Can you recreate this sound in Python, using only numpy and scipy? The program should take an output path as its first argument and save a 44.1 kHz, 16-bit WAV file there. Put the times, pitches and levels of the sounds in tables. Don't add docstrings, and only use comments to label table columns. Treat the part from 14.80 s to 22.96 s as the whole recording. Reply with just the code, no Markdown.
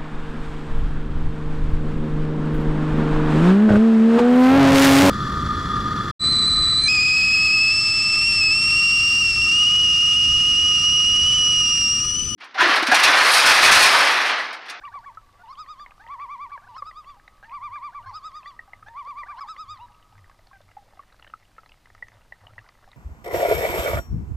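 import sys
import numpy as np
from scipy import signal
from scipy.io import wavfile
from scipy.ndimage import uniform_filter1d

SR = 44100
rng = np.random.default_rng(int(sys.argv[2]) if len(sys.argv) > 2 else 0)


def boost(x):
    u = np.asarray(x, float) / 20
    return 10 ** u


def dump_mix(stems):
    frames = np.atleast_2d(stems).T
    limited = np.clip(frames, -1, 1)
    pcm = np.round(limited * 32767).astype(np.int16)
    wavfile.write(sys.argv[1], SR, pcm)


N = 359856


def evened(x):
    return x / np.sqrt(np.mean(x ** 2) + 1e-20)


def add(mix, start_s, sound):
    part = mix[round(start_s * SR):][:len(sound)]
    part += sound[:len(part)]


def wander(count, span):
    noise = uniform_filter1d(rng.standard_normal(count), span)
    return evened(uniform_filter1d(noise, span))


# frequency_hz, density_db (dB per Hz)
AIR_SPECTRUM = [(12, -42), (20, 6.5), (106, -12), (190, -14), (243, -16), (424, -20), (718, -18),
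                (922, -21.5), (1150, -21), (1360, -24.5), (1700, -24), (5020, -28), (5450, -30),
                (8740, -35), (15200, -39)]


def air():
    frames, hz = N // 512 + 5, np.fft.rfftfreq(2048, 1 / SR)
    real, imaginary, patches = rng.standard_normal((frames, 1025, 3)).T
    patches = evened(uniform_filter1d(uniform_filter1d(patches, 14, 0), 8, 1))
    curve_hz, curve_db = np.transpose(AIR_SPECTRUM)
    density_db = np.interp(np.log(hz + 1), np.log(curve_hz + 1), curve_db)
    spectra = (real + 1j * imaginary) * boost(density_db[:, None] + .7 * patches)
    noise = signal.istft(spectra, nperseg=2048, noverlap=1536)[1][:N]
    return boost(-58) * evened(noise)


def camera_ticks(hz=8550, db=-73, width_s=0.0016, first_s=0.056):
    t = np.arange(N) / SR
    frame_s = 1001 / 30000
    since = (t - first_s) % frame_s - frame_s / 2
    return boost(db) * np.exp(-.5 * (since / width_s) ** 2) * np.sin(2 * np.pi * hz * since)


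# centre_s, level_db, length_s
HULL_BOOMS = [(0.301, -72.5, 0.54), (1.95, -65.5, 0.21), (2.865, -60, 0.13), (3.296, -57, 0.19),
              (4.049, -69, 0.26), (4.95, -65.5, 0.27), (5.388, -60, 0.156), (5.808, -68.5, .25),
              (7.331, -59.5, 0.25), (7.728, -55.5, .2)]


def hull_hum(low_hz=88, high_hz=110, rest_db=-69):
    t = np.arange(N) / SR
    lift = boost(rest_db)
    for s, db, length in HULL_BOOMS:
        lift = lift + boost(db) * np.exp(-(2 * (t - s) / length) ** 4)
    band = signal.butter(2, [low_hz, high_hz], "band", fs=SR, output="sos")
    return lift * evened(signal.sosfilt(band, rng.standard_normal(N)))


# start_s, peak_db
LAP_TICKS = [(0.1271, -56), (0.1531, -57), (0.1705, -57), (0.188, -54), (0.2089, -53), (0.3491, -53),
             (0.5277, -54), (1.2854, -52), (1.3374, -49), (1.696, -52), (2.3455, -54), (3.5164, -51),
             (4.228, -53), (4.2497, -46), (4.385, -53), (5.1203, -55), (5.3787, -53), (5.4969, -50),
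             (5.5897, -54), (5.6695, -51), (5.8147, -52), (5.9154, -54), (6.5994, -60), (7.1492, -49),
             (7.2833, -48), (7.8885, -48), (8.088, -51)]


def lap_ticks(per_s=9, db=-63, spread_db=3.5, low_hz=1300, high_hz=5600):
    sizes = boost(db + spread_db * np.minimum(rng.exponential(1, N), 3))
    hits = (rng.random(N) < per_s / SR) * sizes
    fade = np.exp(-np.arange(200) / 70.)
    out = np.zeros(N)
    for s, peak_db in LAP_TICKS:
        add(out, s, boost(peak_db + 3) * fade * rng.standard_normal(200))
    faint = signal.oaconvolve(hits, fade * rng.standard_normal(200))[:N]
    band = signal.butter(3, [low_hz, high_hz], "band", fs=SR, output="sos")
    return signal.sosfilt(band, out + faint)


# frequency_hz, level_db, t60_s
HULL_MODES = [(601, 2.5, 0.016), (900, 9.5, 0.011), (1303, 8, 0.011), (1600, 2, .01), (1950, 5, 0.018),
              (2740, -1, 0.01), (4200, -9, 0.01), (5800, -24, 0.021)]


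def slap(mix):
    t = np.arange(1000) / SR
    rings = 0
    for (hz, db, t60), (share, detune) in zip(HULL_MODES, mix):
        decay = boost(db + 2.5 * share - 60 * t / t60)
        rings = rings + decay * np.sin(2 * np.pi * hz * (1 + .07 * detune) * t + 3 * share)
    return (1 - np.exp(-t / .0008)) ** 2 * rings


def plop(db, hz, t60, slap_db):
    t = np.arange(round(1.5 * t60 * SR)) / SR
    wobble = np.clip((-28 - db) / 30, .05, .6)
    pitch = hz * (1.005 - 0.04 * np.exp(-t / 0.0016) + .07 * wobble * wander(len(t), 30))
    swell = (1 - np.exp(-t / 0.0036)) ** 1.3 * boost(-60 * (t / (.8 * t60)) ** 1.4)
    strength = swell / swell.max() * (1 + .6 * wobble * wander(len(t), 24))
    sound = boost(slap_db + .4 * wobble) * slap(rng.standard_normal((len(HULL_MODES), 2)))
    sound = np.r_[sound, np.zeros(len(t))]
    add(sound, 0, strength * np.sin(2 * np.pi * np.cumsum(pitch) / SR))
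    return boost(db) * sound


# start_s, length_s, level_db
DRAININGS = [
    (6.02, .14, -57),
    (7.3, .12, -60),
    (7.62, .11, -52),
    (7.75, .13, -55),
    (8.0, .12, -58),
]


def gurgles(count=14, low_hz=520, octaves=1.5, spread_db=3.0):
    out = np.zeros(N)
    for s, length, db in DRAININGS:
        for when, size, softness in rng.random((count, 3)):
            bubble = plop(db - 2 * spread_db * softness, low_hz * 2 ** (octaves * size), .03, -14)
            add(out, s + when * length, bubble)
    return out


def scatter(x, start_s, swell_s, t60, cut_hz):
    t = np.arange(round(1.1 * t60 * SR)) / SR
    tail = rng.standard_normal(len(t)) * (1 - np.exp(-t / swell_s)) * boost(-60 * t / t60)
    tail = signal.lfilter(*signal.butter(2, cut_hz, fs=SR), tail)
    tail = np.r_[np.zeros(round(start_s * SR)), tail / np.linalg.norm(tail)]
    return signal.fftconvolve(x, tail)[:N]


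# start_s, peak_db, bubble_hz, t60_s, slap_db (beside the bubble)
STRONG_PLOPS = [(0.052, -39, 2820, 0.0089, -11), (0.076, -39, 1910, 0.025, -30),
                (0.371, -31.5, 1297, 0.034, -21), (1.061, -36, 2117, 0.014, -11),
                (1.776, -36.5, 1674, 0.017, -8), (2.021, -24, 1138, 0.029, -27),
                (2.111, -40, 1950, 0.022, -8.5), (2.478, -40, 2010, 0.012, -4),
                (2.957, -41.5, 1645, 0.024, -10), (3.658, -34, 1970, 0.023, -15),
                (3.791, -28, 1902, 0.026, -17.5), (3.933, -33, 2024, 0.016, -8.5),
                (4.025, -39.5, 1295, 0.024, -33), (4.083, -41, 1756, 0.033, -6),
                (4.433, -31, 1986, 0.018, -12), (4.763, -41, 2085, 0.017, -6), (5.711, -47, 1080, .03, -30),
                (5.967, -34, 824, 0.046, -20), (6.192, -36, 1121, 0.04, -15),
                (6.537, -26.5, 1303, 0.012, -22.5), (6.781, -37, 1329, 0.045, -10),
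                (7.224, -24.5, 1940, 0.024, -18), (7.522, -30.5, 1940, 0.018, -11),
                (7.668, -39.5, 2950, 0.012, -4.5), (7.78, -31.5, 1920, 0.021, -12)]
# bubble_hz, t60_s, slap_db
AIR_POCKETS = [
    (1307, 0.02, -3.5),
    (1618, 0.016, -6.5),
    (1970, 0.017, -6.5),
    (2900, .012, -5),
]
# start_s, peak_db
LAPS_WIDE = [(0.489, -55), (5.888, -52), (6.323, -51.5), (6.395, -48.5), (6.499, -54), (6.832, -51),
             (6.86, -51), (7.148, -49), (8.026, -58)]
LAPS_MIDDLE = [(0.349, -53), (0.995, -45), (2.396, -50), (2.627, -42.5), (4.684, -47), (5.081, -53),
               (5.513, -49.5), (5.73, -48.5), (6.466, -47.5), (8.041, -51.5)]
LAPS_NARROW = [(0.861, -46), (1.265, -41.5), (1.396, -44), (2.243, -51), (4.971, -50), (5.379, -51.5),
               (5.442, -50.5), (5.915, -51), (7.056, -47), (7.101, -50), (7.178, -53), (7.268, -54),
               (7.283, -45.5), (7.862, -50), (7.89, -46), (8.13, -47)]
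LAPS_TIGHT = [
    (3.227, -56),
    (3.372, -52),
    (5.226, -52.5),
]
# start_s, peak_db, bubble_hz
LOW_GULPS = [(0.153, -44.5, 765), (1.116, -46, 1155), (2.022, -43, 540), (4.272, -49, 520),
             (5.496, -48.5, 1093), (5.59, -52, 630), (5.669, -56, 720), (5.804, -50, 593),
             (6.133, -51.5, 833), (6.172, -48.5, 760), (7.621, -61, 980), (7.638, -52, 770),
             (8.075, -52.5, 790)]
BRIGHT_BUBBLES = [(3.677, -47, 3950), (4.084, -49, 3600), (6.325, -56.5, 3960), (6.396, -54, 4200),
                  (6.86, -50.5, 4200), (6.891, -55, 4840), (7.283, -56.5, 6500), (7.889, -53.5, 4600),
                  (8.116, -49.5, 3930)]
EARLY_DRIPS = [(.085, -54, 4000), (.188, -55, 4600), (.298, -56, 2500), (.657, -57, 3000),
               (.753, -48, 2950), (.843, -53, 2100), (.886, -54, 2500), (.94, -55, 2250),
               (1.108, -46, 2560), (1.179, -49, 1200), (1.42, -50, 2600), (2.695, -47, 2550),
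               (2.715, -48, 2520), (3.63, -44, 2700), (4.193, -53, 2850), (4.306, -54, 2700),
               (4.385, -53, 3900), (4.386, -50, 1900), (1.239, -48, 1970), (1.275, -50, 2900),
               (1.285, -51, 2000), (1.323, -51, 1950), (1.341, -48, 1720), (1.464, -54, 2400),
               (1.566, -54, 2400), (1.573, -53, 1900), (1.664, -54, 2400), (1.733, -55, 4400),
               (1.884, -53, 2700), (1.965, -38, 1300), (2.065, -52, 2450), (2.244, -52, 2800),
               (2.294, -52, 1950), (2.3, -54, 2700), (2.478, -50, 3900), (2.579, -56, 1700),
               (2.643, -50, 2700), (2.654, -50, 2050), (2.707, -52, 2000), (2.749, -52, 2750),
               (2.984, -55, 3900), (3.024, -54, 2500), (3.036, -53, 1800), (3.311, -43, 900),
               (3.517, -50, 2000), (3.552, -52, 1900), (3.565, -50, 1900), (3.604, -54, 1900),
               (3.705, -53, 2800), (3.714, -52, 1950), (4.686, -46, 1900), (4.764, -50, 3000),
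               (4.973, -50, 4000), (5.12, -57, 2800), (5.146, -55, 2800)]
LATER_DRIPS = [(4.944, -55, 2000), (5.324, -58, 2950), (5.39, -55, 1900), (5.459, -57, 1500),
               (5.497, -53, 2000), (5.59, -55, 2000), (5.67, -54, 4500), (5.671, -56, 2000),
               (5.756, -57, 2100), (5.816, -57, 3700), (5.911, -56, 2700), (5.982, -54, 2050),
               (6.224, -54, 1800), (6.301, -54, 1950), (6.391, -54, 1750), (6.5, -54, 2850),
               (6.538, -54, 2650), (6.63, -56, 1950)]
BOW_RUN = [(6.424, -43, 2900), (6.425, -45, 1980), (6.445, -45.5, 2850), (6.445, -52, 1900),
           (6.474, -45, 3080), (6.476, -51, 1950), (6.575, -60, 2050), (6.625, -56, 2000),
           (6.651, -59, 2900), (6.765, -56, 1750), (6.783, -50, 2050), (6.804, -61, 4800),
           (6.86, -52, 1950), (6.893, -49, 2600), (6.918, -46, 2850), (6.94, -55, 2100), (6.94, -56, 1300),
           (7.149, -54, 2000), (7.318, -53, 2050), (7.34, -60, 3600), (7.347, -52, 2000),
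           (7.416, -56, 2800), (7.734, -54, 1950), (7.788, -44, 2720), (7.788, -42, 1750),
           (7.842, -54, 1350), (7.888, -51, 1150)]
# frequency_hz, level_db, t60_s
BOAT_CAVITY = [(1308, -49, 0.052), (1848, -50, 0.079), (801, -53, 0.13)]


def lapping(per_s=100, small_db=-71, spread_db=4.5):
    out = np.zeros(N)
    for s, *drop in STRONG_PLOPS:
        add(out, s, plop(*drop))
    for laps, (hz, *ring) in zip((LAPS_WIDE, LAPS_MIDDLE, LAPS_NARROW, LAPS_TIGHT), AIR_POCKETS):
        for s, db in laps:
            add(out, s, plop(db, hz * rng.uniform(.98, 1.02), *ring))
    # events, t60_s, slap_db
    for rows, t60, slap_db in ((LOW_GULPS, .023, -4), (BRIGHT_BUBBLES, .009, -6.5), (EARLY_DRIPS, .012, -9),
                               (LATER_DRIPS, .012, -9), (BOW_RUN, .012, -6)):
        for s, db, hz in rows:
            add(out, s, plop(db, hz, t60, slap_db))
    busy = boost(5 * wander(N, 4000))
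    for _ in range(8):
        sizes = boost(small_db + spread_db * np.minimum(rng.exponential(1, N), 3))
        hits = sizes * (rng.random(N) < busy * per_s / 8 / SR)
        out += signal.oaconvolve(hits, slap(rng.standard_normal((len(HULL_MODES), 2))))[:N]
    t = np.arange(6000) / SR
    cavity = sum(boost(db - 60 * t / t60) * np.sin(2 * np.pi * hz * t) for hz, db, t60 in BOAT_CAVITY)
    splash = boost(-24.5) * scatter(out, start_s=.006, swell_s=.002, t60=0.056, cut_hz=4600)
    water = out + signal.oaconvolve(out, cavity)[:N] + splash
    return signal.sosfilt(signal.butter(3, 430, "high", fs=SR, output="sos"), water)


def arched(t, s, values, bend):
    if bend is None:
        return np.interp(t, s, values)
    low_rise, low_fall, top_rise, top_fall = (*bend, 2.05, 2.6)[:4]
    k = np.clip(np.searchsorted(s, t) - 1, 0, len(s) - 2)
    a, b = values[k], values[k + 1]
    u = np.clip((t - s[k]) / (s[k + 1] - s[k]), 0, 1)
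    rising = b > a
    from_low = np.where(rising, u, 1 - u)
    arch = 1 - (1 - from_low) ** np.where(rising, top_rise, top_fall)
    return np.minimum(a, b) + abs(b - a) * arch ** np.where(rising, low_rise, low_fall)


def phrase(points, onset, voices, bend, level_bend, top_hz, flutter, flutter_s=.3, strain=0,
           throat=(1, 1, 0), crack=0, muffled_db=-2.3, odd_db=0):
    s, turn_hz, turn_db = np.transpose(points)
    t = np.arange(onset, s[-1], 1 / SR)
    since = t - onset
    arch_hz = arched(t, s, turn_hz, bend)
    hz = arch_hz * (1 + .002 * wander(len(t), 90))
    level = arched(t, s, boost(turn_db), level_bend) * boost(0.56 * wander(len(t), 120))
    climb_rate = np.gradient(arch_hz) * SR
    climbing = np.clip(climb_rate / 4000, 0, 1) * np.exp(-since / flutter_s)
    shiver = np.sin(2 * np.pi * np.cumsum(235 * (1 + 0.058 * wander(len(t), 150))) / SR)
    turns = 2 * np.pi * np.cumsum(hz) / SR + flutter * climbing * shiver
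    turns += crack * np.exp(-(since / .014) ** 2) * wander(len(t), 50)
    throat_hz, width_hz, throat_db = throat
    throat_db = throat_db * uniform_filter1d(np.clip(.4 + climb_rate / 1500, 0, 1), 200)
    octaves = np.log2(arch_hz / top_hz)
    uneven_db = [2.0 * (k > 1) * wander(len(t), 1500) for k in range(8)]
    strain_db = strain * np.clip(turn_db.max() + 36, -1.5, 1)
    soft_db = .1 * (20 * np.log10(level) - turn_db.max() + 2)
    opening = np.exp(-since / .06)

    def register(overtones, pinch):
        tone = 0
        for k, db, slope in overtones:
            k = round(k)
            gain_db = db + slope * octaves + strain_db * (k - 1) + soft_db * (k > 2) + uneven_db[k]
            gain_db = gain_db + muffled_db * opening * max(k - 2, 0)
            gain_db = gain_db + odd_db * opening * ((k == 3) - .3 * (k == 4))
            gain_db = gain_db + pinch * throat_db * np.exp(-((k * hz - throat_hz) / width_hz) ** 2)
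            tone = tone + boost(gain_db) * np.sin(k * turns + k)
        return tone

    low, high = register(voices[0], 2), register(voices[1], 1)
    flipped = uniform_filter1d(1. * np.maximum.accumulate(arch_hz > 1165), 200)
    tone = low + flipped * (high - low)
    edges = np.clip(np.minimum(since / .008, (s[-1] - t) / .006), 0, 1)
    return onset, np.sqrt(2) * level * tone * edges


def laughs(throbs, sag):
    climb_s, ratio, dip_db, last_s, last_db, rise_s = sag
    rows = np.array(throbs)
    for breath in np.split(rows, np.flatnonzero(rows[:, 3] > 1e-3)[1:]):
        s, hz, db, lead = breath.T
        low_hz, low_db = hz[0] * ratio, db[0] + dip_db
        points = [(s[0] - max(lead[0], rise_s) - 1e-3, low_hz, low_db - 1), (s[0] - rise_s, low_hz, low_db)]
        falls = np.r_[np.diff(s) - climb_s, last_s]
        dips_db = np.r_[dip_db * np.minimum(np.diff(s) / .095, 1) ** 2, last_db]
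        sag_hz = ratio * np.r_[np.maximum(hz[1:], hz[:-1]), 1.005 * hz[-1]]
        for row in zip(s, hz, db, s + falls, sag_hz, db + dips_db):
            points += [row[:3], row[3:]]
        end_s, end_hz, end_db = points[-1]
        points += [(end_s + .013, end_hz, end_db - 9)]
        yield points, s[0] - lead[0]


def glide(s, length, hz, db, swell_db, climb, curl=.5, ceiling_hz=905):
    rise = np.clip((ceiling_hz - hz) / max(climb, 1), 0, 1) if hz < ceiling_hz else 1
    rise = min(rise, length - 1e-3)
    end_db = swell_db * rise / length
    top_hz = hz + climb * rise
    points = [(s, hz, db), (s + rise / 2, hz + curl * climb * rise, db + end_db / 2),
              (s + rise, top_hz, db + end_db), (s + length, top_hz, db + swell_db)]
    return points, s


def wind_up(s, hz, sag, climb, db):
    return [(s, hz, db - 7.5), (s + sag, 860, db - 11.5), (s + sag + climb, 1097, db)], s


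# multiple, level_db, slope_db (gained per octave of pitch)
MELLOW_VOICE = [(1, 1, -3), (2, -15, 18), (3, -30, 16), (4, -31.5, 39), (5, -41, 31), (6, -48, 34),
                (7, -51, 27)]
BRIGHT_VOICE = [(1, 0, 0), (2, -28, -21), (3, -17.5, 5), (4, -14, 26), (5, -33, -4), (6, -33, .1),
                (7, -47, 6)]
BRIGHT_LOW_VOICE = [(1, 0, 0), (2, -23, 12), (3, -30, .1), (4, -21, 6), (5, -25, .1), (6, -37, 9)]
SQUEEZED_VOICE = [(1, -5, .1), (2, -7, .1), (3, -24, .1), (4, -27, .1), (5, -24, .1), (6, -29, .1),
                  (7, -28, .1)]
SOFT_VOICE = [(1, -0.5, .1), (2, -33, .1)]
LAST_SQUEEZED_VOICE = [(1, -4, 0), (2, 1, 0), (3, -15, 0), (4, -32, 0)]
CLOSING_NOTE_VOICE = [(1, .1, .1), (2, -36, .1), (3, -29, -8), (4, -25, -4), (5, -38, 8)]
# top_s, top_pitch_hz, top_level_db, lead_s (voice sets in before the top; 0 runs on)
MELLOW_TOPS = [(0.054, 1171, -37.5, 0.022), (0.155, 1161, -36, .02), (0.268, 1135, -39.5, 0.012),
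               (1.327, 1162, -35.5, .09), (1.427, 1171, -34.5, 0.00016), (1.527, 1178, -34.5, 0.00072),
               (1.629, 1175, -35, 0.00042), (1.733, 1159, -36.5, 0.021), (2.752, 1174, -35, 0.077),
               (2.852, 1193, -34, 0), (2.953, 1190, -35, 0), (3.056, 1188, -34.5, 0.0004),
               (3.165, 1171, -36.5, 0.023), (3.288, 1040, -41, .002), (4.191, 1173, -35, 0.099),
               (4.293, 1184, -35, 0.00032), (4.397, 1189, -36, 0), (4.503, 1189, -37, .025),
               (4.615, 1146, -36.5, .011)]
BRIGHT_TOPS = [(0.728, 1225, -39.5, .006), (0.809, 1271, -36, 0), (0.912, 1257, -37.5, 0),
               (1.018, 1199, -40.2, 0.00022), (1.984, 1279, -37.5, .009), (2.084, 1286, -38, 0.000062),
               (2.187, 1255, -39.5, 0), (2.297, 1175, -42, 0), (3.294, 1164, -40, .006),
               (3.368, 1282, -35.5, 0), (3.467, 1284, -35.5, 0.000073), (3.572, 1248, -37, 0),
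               (3.682, 1183, -40, 0.00024), (4.611, 1292, -37.5, .007), (4.708, 1306, -34.9, 0),
               (4.811, 1286, -35.5, 0), (4.918, 1253, -36.5, 0.00022)]
# climb_s, pitch_ratio, dip_db (from the top), last_fall_s, last_dip_db, first_rise_s
MELLOW_DIP = (0.055, 0.785, -15.5, .046, -13, 0.052)
BRIGHT_DIP = (0.051, 0.8, -18, .064, -15, .05)
# time_s, pitch_hz, level_db
CLOSING_NOTE = [
    (4.984, 790, -58),
    (5.03, 972, -42.5),
    (5.064, 945, -52),
]
# start_s, pitch_hz, sag_s, climb_s, break_level_db
BREAK_WIND_UPS = [
    (0.632, 916, 0.034, .058, -38),
    (1.883, 997, .051, .044, -37.5),
    (4.542, 930, .016, .044, -36.5),
]
# start_s, length_s, pitch_hz, level_db, swell_db
HELD_NOTE = (3.257, .036, 1058, -39, -1)
THROB_LEAD_INS = [(0.008, 0.028, 700, -53.5, 4), (0.112, .027, 680, -54, 5), (0.226, 0.033, 660, -54, 5),
                  (1.69, .024, 670, -60, 11), (3.118, 0.028, 660, -55, 3), (4.457, .025, 690, -49.5, 2),
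                  (4.576, 0.026, 668, -50, 2)]
RISING_SQUEEZES = [(1.193, .05, 705, -47, -6), (1.812, 0.047, 620, -55.5, 3), (1.862, .021, 671, -59, 13),
                   (2.628, .05, 739, -48, -6), (3.222, .034, 610, -62, 12), (3.255, .029, 700, -48.5, -4),
                   (4.06, .037, 755, -44.5, -5), (4.492, .035, 655, -51, -2)]
SLOW_SQUEEZES = [
    (0.586, 0.044, 680, -56, 5),
    (3.195, .035, 585, -56.5, -5),
]
SOFT_HOOTS = [(1.085, 0.038, 790, -59, -9), (2.362, .035, 797, -57, -1), (3.875, .024, 780, -51, -3),
              (4.635, .045, 820, -48, -7), (5.084, .032, 820, -73.5, 21), (5.32, .014, 820, -60.5, 12)]
FINAL_SQUEEZE = (5.727, .052, 805, -50, -9, -800)


def loons():
    out = np.zeros(N)
    throat, squeezed_throat = (2860, 220, 8), (1620, 230, 4.5)  # centre_hz, width_hz, gain_db
    for shape in laughs(MELLOW_TOPS, MELLOW_DIP):
        add(out, *phrase(*shape, (MELLOW_VOICE, MELLOW_VOICE), (1.9, 2.5, 2.05, 2.6), (1.8, 1.9, 2.05, 2.6),
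                         top_hz=1168, flutter=0.23, flutter_s=0.34))
    for shape in laughs(BRIGHT_TOPS, BRIGHT_DIP):
        add(out, *phrase(*shape, (BRIGHT_LOW_VOICE, BRIGHT_VOICE), (1.45, 1.6, 1.7, 1.7), (3.6, 4.3, 2.6, 1.7),
                         top_hz=1310, flutter=0.5, flutter_s=0.07, strain=.45, throat=throat,
                         crack=.13, muffled_db=-.4, odd_db=-9))
    add(out, *phrase(CLOSING_NOTE, CLOSING_NOTE[0][0], (CLOSING_NOTE_VOICE, CLOSING_NOTE_VOICE),
                     (1.4, 1.1), (1.2, 1.1), top_hz=970, flutter=.05, throat=(2760, 240, 7), muffled_db=0))
    for shape in [glide(*HELD_NOTE, 630), *(wind_up(*row) for row in BREAK_WIND_UPS)]:
        add(out, *phrase(*shape, (BRIGHT_LOW_VOICE, BRIGHT_LOW_VOICE), (1.5, 1.6), (2.2, 3.2),
                         top_hz=1100, flutter=0.3, flutter_s=0.1, throat=throat))
    squeezes = [(glide(*row, 10000, .28, 960), SQUEEZED_VOICE) for row in THROB_LEAD_INS]
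    squeezes += [(glide(*row, 6000), SQUEEZED_VOICE) for row in RISING_SQUEEZES]
    squeezes += [(glide(*row, 1500), SQUEEZED_VOICE) for row in SLOW_SQUEEZES]
    squeezes += [(glide(*FINAL_SQUEEZE), LAST_SQUEEZED_VOICE)]
    for shape, voice in squeezes:
        add(out, *phrase(*shape, (voice, voice), None, None, top_hz=780, flutter=0.15,
                         throat=squeezed_throat, muffled_db=0))
    for row in SOFT_HOOTS:
        add(out, *phrase(*glide(*row, 630), (SOFT_VOICE, SOFT_VOICE), (1.2, 1.2), (.8, .8),
                         top_hz=800, flutter=.1))
    return out


def shore_echoes(birds):
    near = scatter(birds, start_s=0.011, swell_s=0.03, t60=0.48, cut_hz=3000)
    thin = signal.lfilter(*signal.butter(3, 1080, "high", fs=SR), birds)
    far = scatter(thin, start_s=.12, swell_s=0.067, t60=2.2, cut_hz=1450)
    return boost(-27.5) * (near + far)


def scene():
    background = air() + camera_ticks() + hull_hum()
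    water = lap_ticks() + gurgles() + lapping()
    birds = loons()
    mono = background + water + birds + shore_echoes(birds)
    return np.array([mono, mono])


def top_cut(x):
    return signal.sosfilt(signal.butter(12, 15380, fs=SR, output="sos"), x)


def record(dry):
    mix = signal.oaconvolve(dry, signal.firwin(255, 15300, fs=SR)[None], "same")
    return top_cut(mix)


dry = scene()
out = record(dry)
dump_mix(out)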